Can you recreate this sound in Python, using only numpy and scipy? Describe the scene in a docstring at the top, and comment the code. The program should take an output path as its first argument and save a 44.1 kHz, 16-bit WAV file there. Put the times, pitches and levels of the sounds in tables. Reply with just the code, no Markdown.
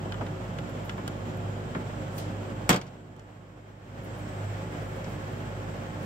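"""Prying at an air conditioner

A close outdoor unit hums, blows and whines while a screwdriver ticks and knocks at a stiff card in its
terminal box. After a short hiss the card snaps free and clatters against the sheet-metal cabinet;
gain control ducks the hum for about a second. A glove picks the card out. Faint chirps sound far off."""
import sys
import numpy as np
from scipy import signal
from scipy.fft import rfft, irfft, next_fast_len
from scipy.io import wavfile
from scipy.ndimage import minimum_filter1d

SR = 44100
rng = np.random.default_rng(int(sys.argv[2]) if len(sys.argv) > 2 else 0)


def wav_record(signal):
    """Record a signal, one row per channel, as 16-bit PCM in the file named by sys.argv[1]."""
    frames = np.transpose(np.atleast_2d(signal))
    bounded = np.clip(frames, -1, 1)
    # unit amplitude maps onto the largest positive 16-bit level
    quanta = np.round(bounded * 32767).astype(np.int16)
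    wavfile.write(sys.argv[1], SR, quanta)


N = 266805
TIME_S = np.arange(N) / SR
HIT_SAMPLES, FFT_SAMPLES = 16384, 2 * next_fast_len(N // 2 + 1, True)

# compressor harmonics: (shaft multiple, level [dB])
SHAFT_ORDERS = [(1, -48.5), (2, -40.5), (3, -48.5), (6, -60.5), (7, -57)]
# panel booms: (middle [s], length [s], rise [dB])
PANEL_BOOMS = [(1.446, 0.54, 6), (2.35, 0.34, 5), (4.464, .36, 7.5)]
# fan and motor lines: (frequency [Hz], level [dB], waver [0-1], left-right [dB])
MOTOR_TONES = [(88.8, -55.5, 0.65, -3), (120.8, -50.5, 0.4, -3.5), (179, -52.5, 0.7, -6.5),
               (191.7, -55, 0.6, -5.5), (238, -56, 0.3, -13.5), (302, -51, 0.91, -6.5),
               (371, -53.5, 0.49, 9.5), (534.5, -53, 0.6, 0), (858, -61.5, 0.54, -15.5),
               (1088, -60, 0.4, -3), (1355, -64, 0.4, -4), (1685, -69.5, 0.4, -12), (3137, -71, 0.24, 12)]
# air spectrum, low and high parts: (frequency [Hz], relative density [dB])
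RUSH_LOW = [(20, -22), (55, -7.5), (85, -12), (130, 1.5), (180, -1.5), (270, -6.5), (305, -9), (335, -14.5),
            (390, -10), (590, -6.5)]
RUSH_HIGH = [(950, -14), (1500, -16.5), (1900, -21), (2600, -24.5), (3200, -26), (3800, -31), (4700, -34.5),
             (7600, -36.5), (8300, -41), (8900, -46), (10200, -49), (12100, -43.5), (13700, -49.5),
             (16000, -46.5)]
# air balance: (frequency [Hz], left-right [dB])
RUSH_BALANCE = [(60, -1.5), (200, -0.5), (450, -0.5), (760, -4), (1100, 0), (2700, -1), (4000, -1),
                (7000, -2.5), (9500, 3.5), (15000, 0)]
# colouring of the air by the near glove: (frequency [Hz], gain [dB])
GLOVE_COLOUR = [(100, 0), (190, -2.5), (400, 0), (800, -0.5), (1200, -0.5), (1900, 2.5), (3000, 0),
                (5500, 1), (9000, 0.5), (12500, 1.5)]
# lower and upper inverter tone: (level [dB], left-right [dB])
WHINE_LEVELS = [(-73, -9), (-67, 0)]
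# lean toward the lower (-) or upper (+) tone: (time [s], lean [dB])
WHINE_LEAN = [(0, -0.5), (1.2, -5), (1.8, 1), (2.5, 2.5), (3.95, 0.5), (4.3, 7), (4.95, 0.5), (6.05, 2)]
# card snap and rebounds: (time [s], crack level [dB], panel push [dB], tilt [dB/octave])
CARD_SNAPS = [(2.6921, -15, -5.5, 0.5), (2.6961, -28, -1.5, -4), (2.7027, -20.5, -5.5, -0.8),
              (2.7155, -35, -20, 1), (2.7267, -29, -6.5, -2), (2.7350, -23, -6, -7),
              (2.7415, -25.5, -9.5, -1), (2.7608, -36, -16.5, 1)]
# crack in the box: (frequency [Hz], relative density [dB], t60 [s])
CRACK_BANDS = [(70, -29, .15), (170, 4, .21), (450, -0.5, 0.35), (900, 0, 0.3), (1940, -1, 0.17),
               (3240, -9.5, 0.21), (3960, -12.5, 0.21), (5500, -13.5, 0.13), (7940, -7, 0.093),
               (9650, -21, 0.067), (12600, -18, 0.1), (16000, -18, .07)]
# cabinet panel, card, screwdriver on the box: (frequency [Hz], relative level [dB], t60 [s])
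PANEL_MODES = [(131.7, -11, 0.63), (187, 4.5, 0.2), (253, -5, 0.15), (305, -28, .2), (380, -20, 0.23),
               (412, -10, 0.14), (499, 0, 0.11), (586, -8.5, 0.21), (710, 0.5, 0.17), (1070, -19, 0.16),
               (1270, -15, .14), (1504, -5, 0.11), (3210, -4, 0.08), (3490, -12, 0.11), (4807, -14, 0.15)]
CARD_MODES = [(1470, -1, 0.042), (2250, 0.5, 0.033), (3340, -6.5, 0.039), (4750, -6.5, 0.05),
              (5340, -10, 0.036), (5840, -2.5, 0.038), (6960, -7.5, 0.039), (7400, -11, .035)]
STEEL_MODES = [(1408, -1, 0.1), (1583, 2, 0.038), (1980, -7, 0.045), (3030, 1, 0.039), (3360, -10.5, 0.075),
               (4200, -31, 0.034)]
# card settles, later taps the box on its way out: (time [s], level [dB])
CARD_TAPS = [(2.729, -24), (2.761, -29.5), (2.7709, -44), (2.8141, -35), (2.8205, -49), (2.867, -45.5),
             (2.878, -49), (5.044, -46), (5.2421, -53)]
# tip in the box: (time [s], level [dB], centre [Hz], width [octaves])
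TIP_TICKS = [(.1218, -35, 2740, 0.73), (.143, -38, 1200, .7), (0.2652, -40.5, 1700, 1.1),
             (0.5861, -38, 2200, 0.98), (.895, -32, 2200, 0.94), (1.078, -33.5, 4140, 1.6),
             (3.1648, -48, 6000, 1.2), (3.1952, -40, 5500, 0.62)]
# tool on the cabinet: (time [s], clack level [dB], clack centre [Hz], thud level [dB])
TOOL_KNOCKS = [(.055, -32.5, 513, -33), (0.2096, -30.5, 845, -26), (0.98, -37, 1100, -32),
               (1.748, -30.5, 1110, -25)]
# tip on the card: (time [s], level [dB], t60 [s])
TIP_SCRATCHES = [(.695, -57, .06), (.845, -59, .3), (.976, -63, .07), (1.3704, -55, .03)]
# hiss spectrum: (frequency [Hz], relative density [dB], t60 [s])
HISS_BANDS = [(1500, -1, 0.54), (3500, -1, 0.48), (6500, -1, 0.34), (10000, -5, 0.21), (12500, -3, 0.14),
              (14500, 5, .07), (16000, -3, .06)]
# glove on card and box: (middle [s], length [s], level [dB])
GLOVE_STROKES = [(4.052, 0.097, -59), (4.185, 0.077, -59), (4.922, 0.53, -66), (5.13, .14, -63),
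                 (5.35, .3, -70), (6.04, .14, -61)]
# far chirps: (time [s], length [s])
FAR_CHIRPS = [(1.24, .12), (1.46, 0.17), (1.72, .09), (2.358, 0.12)]
# likeness of the two microphones: (frequency [Hz], coherence [clipped to +-1 in use])
MIC_COHERENCE = [(120, 1), (145, 0.97), (220, 1), (330, 1.5), (640, 0.2), (1410, -0.16), (3100, 0.02),
                 (15000, 0)]


def compressor(shaft_hz=50.74, waver=0.024, sway_db=1.0):
    """Shaft harmonics; the second sways and booms in the panels."""
    boom_db = sum(db * arch(s, length_s) for s, length_s, db in PANEL_BOOMS)
    boom = amp(boom_db + sway_db * jitter(4))
    out = np.zeros(N)
    for order, db in SHAFT_ORDERS:
        carrier = np.exp(2j * np.pi * (order * shaft_hz * TIME_S + rng.random()))
        line = (carrier * (1 + waver * wander(9.1))).real
        out += np.sqrt(2) * amp(db) * (boom if order == 2 else 1) * line
    return out * pan(-1.5)


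def fan_motor(waver_hz=5.8):
    """Wavering fan and motor tones; the higher ones reach the microphones out of phase."""
    out = np.zeros((2, N))
    for hz, db, waver, side_db in MOTOR_TONES:
        envelope = unit(1 + waver * np.sqrt(2) * wander(waver_hz))
        line = envelope * np.exp(2j * np.pi * (hz * TIME_S + rng.random()))
        lag_rad = np.arccos(coherence(hz))
        out += np.sqrt(2) * amp(db) * pan(side_db) * np.array([line, line * np.exp(1j * lag_rad)]).real
    return out


def fan_air(level_db=-38.5, drift_db=-0.04, flutter_db=0.74, reach_at_s=2.9, reach_s=0.79):
    """Turbulence through the grille, fluttering as eddies pass; the nearing glove colours it."""
    hz, spectra = mic_noise(FFT_SAMPLES)
    spectra *= amp(lookup(RUSH_LOW + RUSH_HIGH, hz) + np.array([[.5], [-.5]]) * lookup(RUSH_BALANCE, hz))
    free = irfft(spectra)[:, :N]
    gloved = irfft(spectra * amp(lookup(GLOVE_COLOUR, hz)))[:, :N]
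    nearness = np.clip((TIME_S - reach_at_s) / reach_s, 0, 1)
    air = unit(free + nearness * (gloved - free))
    return air * amp(level_db + drift_db * jitter(2.2) + flutter_db * jitter(25))


def inverter(tones_hz=(7284, 7644), waver=0.34):
    """Two thin electronic whines; one grows as the other fades."""
    lean_db = np.interp(TIME_S, *np.transpose(WHINE_LEAN))
    out = np.zeros((2, N))
    for hz, (db, side_db), sign in zip(tones_hz, WHINE_LEVELS, (-1, 1)):
        envelopes = np.array([unit(1 + waver * wander(19)) for _ in range(2)])
        quadrature = np.exp(2j * np.pi * hz * TIME_S) * np.array([[1], [1j]])
        out += np.sqrt(2) * amp(db + sign * lean_db) * pan(side_db) * (envelopes * quadrature).real
    return out


def card(panel_db=-22, scrape_db=-3):
    """Each blow cracks in the box and rings the panel; the loose card then chatters."""
    out = np.zeros((2, N))
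    panel, card_ring = ring(PANEL_MODES), ring(CARD_MODES)
    attack = 1 + 0.74 * decay(0.024)
    for s, db, push_db, tilt_db in CARD_SNAPS:
        crack = burst([(hz, band_db + tilt_db * np.log2(hz), t60_s) for hz, band_db, t60_s in CRACK_BANDS])
        add(out, s, amp(db) * crack * attack + amp(panel_db + push_db) * panel)
    for s, db in CARD_TAPS:
        scrape = tap(centre_hz=2460, width_oct=0.94, t60_s=0.11)
        add(out, s, amp(db) * (card_ring + amp(scrape_db) * scrape))
    return out * pan(-0.85)


def screwdriver(tick_ping_db=-4, knock_ping_db=-17, thud_lag_s=0.00404):
    """Ticks ping the steel shaft; knocks clack, then thud in the cabinet; scratches are thin and high."""
    out, steel = np.zeros((2, N)), ring(STEEL_MODES)
    for s, db, centre_hz, width_oct in TIP_TICKS:
        t60_s = 0.032 * (2500 / centre_hz) ** 0.68  # brighter dies sooner
        add(out, s, amp(db) * (tap(centre_hz, width_oct, t60_s) + amp(tick_ping_db) * steel))
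    for s, clack_db, centre_hz, thud_db in TOOL_KNOCKS:
        clack = tap(centre_hz, width_oct=0.8, t60_s=0.12)
        add(out, s, amp(clack_db) * (clack + amp(knock_ping_db) * steel))
        add(out, s + thud_lag_s, amp(thud_db) * tap(centre_hz=222, width_oct=1.0, t60_s=0.16))
    for s, db, t60_s in TIP_SCRATCHES:
        add(out, s, amp(db) * tap(centre_hz=12700, width_oct=0.4, t60_s=t60_s))
    return out


def hiss(peak_s=2.18, level_db=-39, swell_db=-52):
    """One short bright hiss that swells, then darkens as it dies."""
    out = np.zeros((2, N))
    swell = tap(centre_hz=9000, width_oct=1.0, t60_s=0.19)[:, ::-1]
    add(out, peak_s - HIT_SAMPLES / SR, amp(swell_db) * swell)
    add(out, peak_s, amp(level_db) * burst(HISS_BANDS))
    return out


def glove(centre_hz=11000, width_oct=0.95, grain_db=3, grain_hz=70):
    """Knitted fibres catch and slip in clumps; each stroke swells and fades."""
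    hz, spectra = mic_noise(FFT_SAMPLES)
    friction = irfft(spectra * band(hz, centre_hz, width_oct))[:, :N]
    fibres = unit(friction * amp(grain_db * jitter(grain_hz)))
    return fibres * sum(amp(db) * arch(s, length_s) for s, length_s, db in GLOVE_STROKES)


def chirps(from_hz=6480, to_hz=7300, peak_db=-64):
    """Faint rising sine glides, as of a far bird."""
    out = np.zeros((2, N))
    for s, length_s in FAR_CHIRPS:
        hz = np.linspace(from_hz, to_hz, int(length_s * SR))
        cycles = np.cumsum(hz) / SR + rng.random((2, 1))
        add(out, s, amp(peak_db) * np.hanning(len(hz)) * np.sin(2 * np.pi * cycles))
    return out


def ring(modes):
    """Struck modes; the higher ones reach the microphones out of phase."""
    out = np.zeros((2, HIT_SAMPLES))
    for hz, db, t60_s in modes:
        phase_rad = np.arccos(coherence(hz)) * np.array([[.5], [-.5]])
        out += amp(db) * decay(t60_s) * np.sin(2 * np.pi * hz * TIME_S[:HIT_SAMPLES] + phase_rad)
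    return out


def burst(bands):
    """Noise whose bands each build in half a cycle and die at their own rate."""
    hz, spectra = mic_noise(HIT_SAMPLES)
    spectra *= unit(amp(lookup(bands, hz)))
    log_centres = np.log([row[0] for row in bands])
    out = np.zeros((2, HIT_SAMPLES))
    for (centre_hz, _, t60_s), selector in zip(bands, np.eye(len(bands))):
        share = np.interp(np.log(hz + 1), log_centres, selector)
        out += irfft(spectra * share) * decay(t60_s) * onset(0.5 / centre_hz)
    return out


def tap(centre_hz, width_oct, t60_s):
    """Light contact in one noise band; duller starts softer."""
    hz, spectra = mic_noise(HIT_SAMPLES)
    return irfft(spectra * unit(band(hz, centre_hz, width_oct))) * decay(t60_s) * onset(1 / centre_hz)


def mic_noise(samples, direct=0.21, delay_s=0.000376):
    """Frequencies and stereo noise spectra: alike in the bass, a small direct part later on the right."""
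    hz = np.fft.rfftfreq(samples, 1 / SR)
    left, diffuse = rfft(rng.standard_normal((2, samples)))
    same, share = coherence(hz), direct * hz / (hz + 500)
    apart = np.sqrt(1 - share ** 2) * diffuse + share * left * np.exp(-2j * np.pi * hz * delay_s)
    return hz, np.array([left, same * left + np.sqrt(1 - same ** 2) * apart])


def coherence(hz):
    """Microphone likeness, -1 to 1."""
    return np.clip(lookup(MIC_COHERENCE, hz), -1, 1)


def wander(rate_hz, points=2048):
    """Slow complex noise, rms 1."""
    hz = np.fft.fftfreq(points, N / SR / points)
    slow = unit(np.fft.ifft(np.exp(2j * np.pi * rng.random(points) - (hz / rate_hz) ** 2)))
    return np.interp(TIME_S, np.linspace(0, TIME_S[-1], points), slow)


def jitter(rate_hz):
    """Slow real noise, rms 1."""
    return unit(wander(rate_hz).real)


def decay(t60_s):
    """Exponential fall."""
    return np.exp(-np.log(1000) * TIME_S[:HIT_SAMPLES] / t60_s)


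def onset(rise_s):
    """Smooth start."""
    return 1 - np.exp(-(TIME_S[:HIT_SAMPLES] / rise_s) ** 2)


def arch(middle_s, length_s):
    """Smooth rise to 1 and back."""
    return np.cos(np.pi * np.clip((TIME_S - middle_s) / length_s, -.5, .5)) ** 2


def band(hz, centre_hz, width_oct):
    """Gain of one broad band."""
    return (1 + (np.log2((hz + 1) / centre_hz) / width_oct) ** 2 / 3) ** -3


def lookup(table, hz):
    """Second column, interpolated over log frequency."""
    rows = np.array(table, float)
    return np.interp(np.log(hz + 1), np.log(rows[:, 0] + 1), rows[:, 1])


def amp(db):
    """Decibels to gain."""
    return 10 ** (np.asarray(db) / 20)


def unit(x):
    """Scales to rms 1."""
    return x / np.sqrt(np.mean(abs(x) ** 2) + 1e-20)


def pan(side_db):
    """Left and right gains."""
    return amp([[side_db / 2], [-side_db / 2]])


def add(mix, s, sound):
    """Mixes a stereo sound in at time s."""
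    part = mix[:, round(s * SR):][:, :sound.shape[1]]
    part += sound[:, :part.shape[1]]


def scene():
    """Running machine, work at its terminal box, a hiss, far chirps."""
    machine = compressor() + fan_motor() + inverter() + fan_air()
    return machine + card() + screwdriver() + hiss() + glove() + chirps()


def record(dry, threshold_db=-24, max_cut_db=12, hold_s=1.007, recover_db_per_s=55, smooth_s=0.15):
    """Low cut; gain control ducks on a loud sound, holds, recovers; soft overload; band limit."""
    low_hz, high_hz, ceiling = 38, 15780, 0.88
    dry = signal.sosfilt(signal.butter(4, low_hz, "high", fs=SR, output="sos"), dry)
    power = signal.lfilter([1 / 400], [1, 1 / 400 - 1], (dry ** 2).mean(0))  # 9 ms average
    demand_db = np.clip(2 * (10 * np.log10(power + 1e-12) - threshold_db), 0, max_cut_db)
    half_hold = int(hold_s * SR) // 2
    held_db = -minimum_filter1d(-demand_db, 2 * half_hold + 1, origin=half_hold, mode="constant")
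    ramp_db = TIME_S * recover_db_per_s
    cut_db = np.maximum.accumulate(held_db + ramp_db) - ramp_db
    pole = np.exp(-1 / (smooth_s * SR))
    ducked = dry / amp(signal.lfilter([1 - pole], [1, -pole], cut_db))
    saturated = ceiling * np.tanh(ducked / ceiling)
    lowpass = signal.firwin(801, high_hz, window=("kaiser", 9), fs=SR)
    return signal.oaconvolve(saturated, lowpass[None], "same")


dry = scene()
out = record(dry)
wav_record(out)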